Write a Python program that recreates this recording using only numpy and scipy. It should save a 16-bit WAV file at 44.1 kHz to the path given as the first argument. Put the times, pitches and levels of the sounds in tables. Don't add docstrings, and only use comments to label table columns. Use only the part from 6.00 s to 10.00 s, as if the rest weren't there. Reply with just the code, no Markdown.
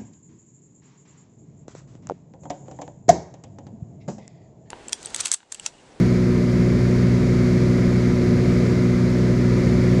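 import sys
import numpy as np
from scipy import signal
from scipy.fft import rfft, irfft
from scipy.io import wavfile
from scipy.ndimage import uniform_filter1d

SR = 44100
rng = np.random.default_rng(int(sys.argv[2]) if len(sys.argv) > 2 else 0)


def wrap_up_sound(samples):
    columns = np.atleast_2d(samples).T
    tamed = np.clip(columns, -1, 1)
    steps = np.round(tamed * 32767).astype(np.int16)
    wavfile.write(sys.argv[1], SR, steps)


N = 176400
CYLINDERS = 6


def gain(db):
    return 10 ** (np.asarray(db) / 20)


def curve(rows):
    return np.interp(np.arange(N) / SR, *np.array(rows).T)


def wander(per_s):
    size = int(SR / per_s)
    steps = np.repeat(rng.standard_normal(N // size + 1), size)
    smooth = uniform_filter1d(uniform_filter1d(steps, size), size)[:N]
    return smooth / smooth.std()


def shaped_noise(spectrum):
    hz, db = np.array(spectrum).T
    bin_hz = np.maximum(np.arange(N // 2 + 1) * SR / N, 1)
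    edge_fade = (np.minimum(bin_hz / hz[0], 1) * np.minimum(hz[-1] / bin_hz, 1)) ** 6
    shape = gain(np.interp(np.log(bin_hz), np.log(hz), db)) * edge_fade
    return irfft(rfft(rng.standard_normal(N)) * shape, N) * np.sqrt(SR / 2)


def engine_drone(cycle_phase, cycle_hz):
    # vibrations per cycle, level/dB
    tones = [(1, -49), (3, -32), (6, -21), (9, -22.5), (12, -24), (15, -36), (17, -41.5), (18, -27),
             (22, -44.5), (24, -48.5), (27, -46), (29, -46.5), (30, -48), (35, -55.5), (36, -53)]
    # t/s, level/dB
    firing_swell = [(0, 0), (.4, -1), (.9, 0.5), (1.4, 0.5), (2.0, -1), (2.5, -1.7), (3.1, 0), (4, 0.8)]
    delay_s, delay_at_hz = 0.0202, 300
    drone = np.zeros(N)
    for multiple, level_db in tones:
        swell_db = curve(firing_swell) if multiple == CYLINDERS else 0
        waver_db = 0.23 * wander(per_s=6.11)
        phase_lag = np.pi * delay_s * (multiple * cycle_hz) ** 2 / delay_at_hz
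        drone -= gain(level_db + swell_db + waver_db) * np.cos(multiple * cycle_phase - phase_lag)
    return np.sqrt(2) * gain(0.17) * drone


def cabin_rumble(firing_phase):
    # f/Hz, level/dB
    spectrum = [(12, -77.2), (25, -62.3), (45, -54.9), (100, -48.9), (165, -45.6), (260, -51.0),
                (400, -54.4), (530, -57.7), (620, -63.0), (720, -69.0), (800, -77)]
    # t/s, level/dB
    swell = [(0, 2), (.2, -2.8), (.55, -0.3), (.9, 0.1), (1.1, 0), (1.9, -0.4), (2.65, 0.3), (3.0, -1),
             (3.38, -0.5), (3.6, 0.8), (4, 1.7)]
    shake_db = 0.3 * wander(per_s=5)
    throb = 1 + 0.08 * np.cos(firing_phase)
    return shaped_noise(spectrum) * gain(0.3 + curve(swell) + shake_db) * throb


def air_rush(firing_phase):
    # f/Hz, level/dB
    spectrum = [(800, -77.5), (880, -73), (960, -69), (1280, -69), (1600, -71), (1930, -70), (2080, -67),
                (2330, -71), (2520, -77), (2900, -81.8), (3500, -81.5), (3900, -79.5), (4700, -78),
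                (6100, -82.6), (6850, -83), (8200, -92.3), (10300, -96.3), (13000, -104.2), (15600, -113.5)]
    # t/s, level/dB
    flow = [(0, -1), (.25, -2.7), (1.3, -1), (2.2, -1.5), (2.55, -0.5), (2.95, -2), (3.35, -1.5),
            (3.7, -0.5), (4, -0.5)]
    flutter_db = 0.16 * wander(per_s=11)
    throb = 1 + 0.02 * np.cos(firing_phase)
    return shaped_noise(spectrum) * gain(1.42 + curve(flow) + flutter_db) * throb


def scene():
    # t/s, speed/(turns per minute)
    engine_speed = [(0.0, 2426.5), (1.0, 2427.3), (1.7, 2427.9), (2.2, 2422.9), (2.6, 2422.3),
                    (3.3, 2427.9), (4.0, 2425.4)]
    cycle_hz = curve(engine_speed) / 120
    wobble = 1 + 0.00064 * wander(per_s=14)
    cycle_phase = 2 * np.pi * np.cumsum(cycle_hz * wobble) / SR
    firing_phase = CYLINDERS * cycle_phase
    drone = engine_drone(cycle_phase, cycle_hz.mean())
    return (drone + cabin_rumble(firing_phase) + air_rush(firing_phase))[None]


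def record(dry):
    notch_hz, width_hz, top_hz = 1106, 40, 15700
    notch = signal.iirnotch(notch_hz, notch_hz / width_hz, fs=SR)
    treble_cut = signal.ellip(10, 0.1, 80, top_hz, fs=SR, output="sos")
    return signal.sosfilt(treble_cut, signal.lfilter(*notch, dry))


dry = scene()
out = record(dry)
wrap_up_sound(out)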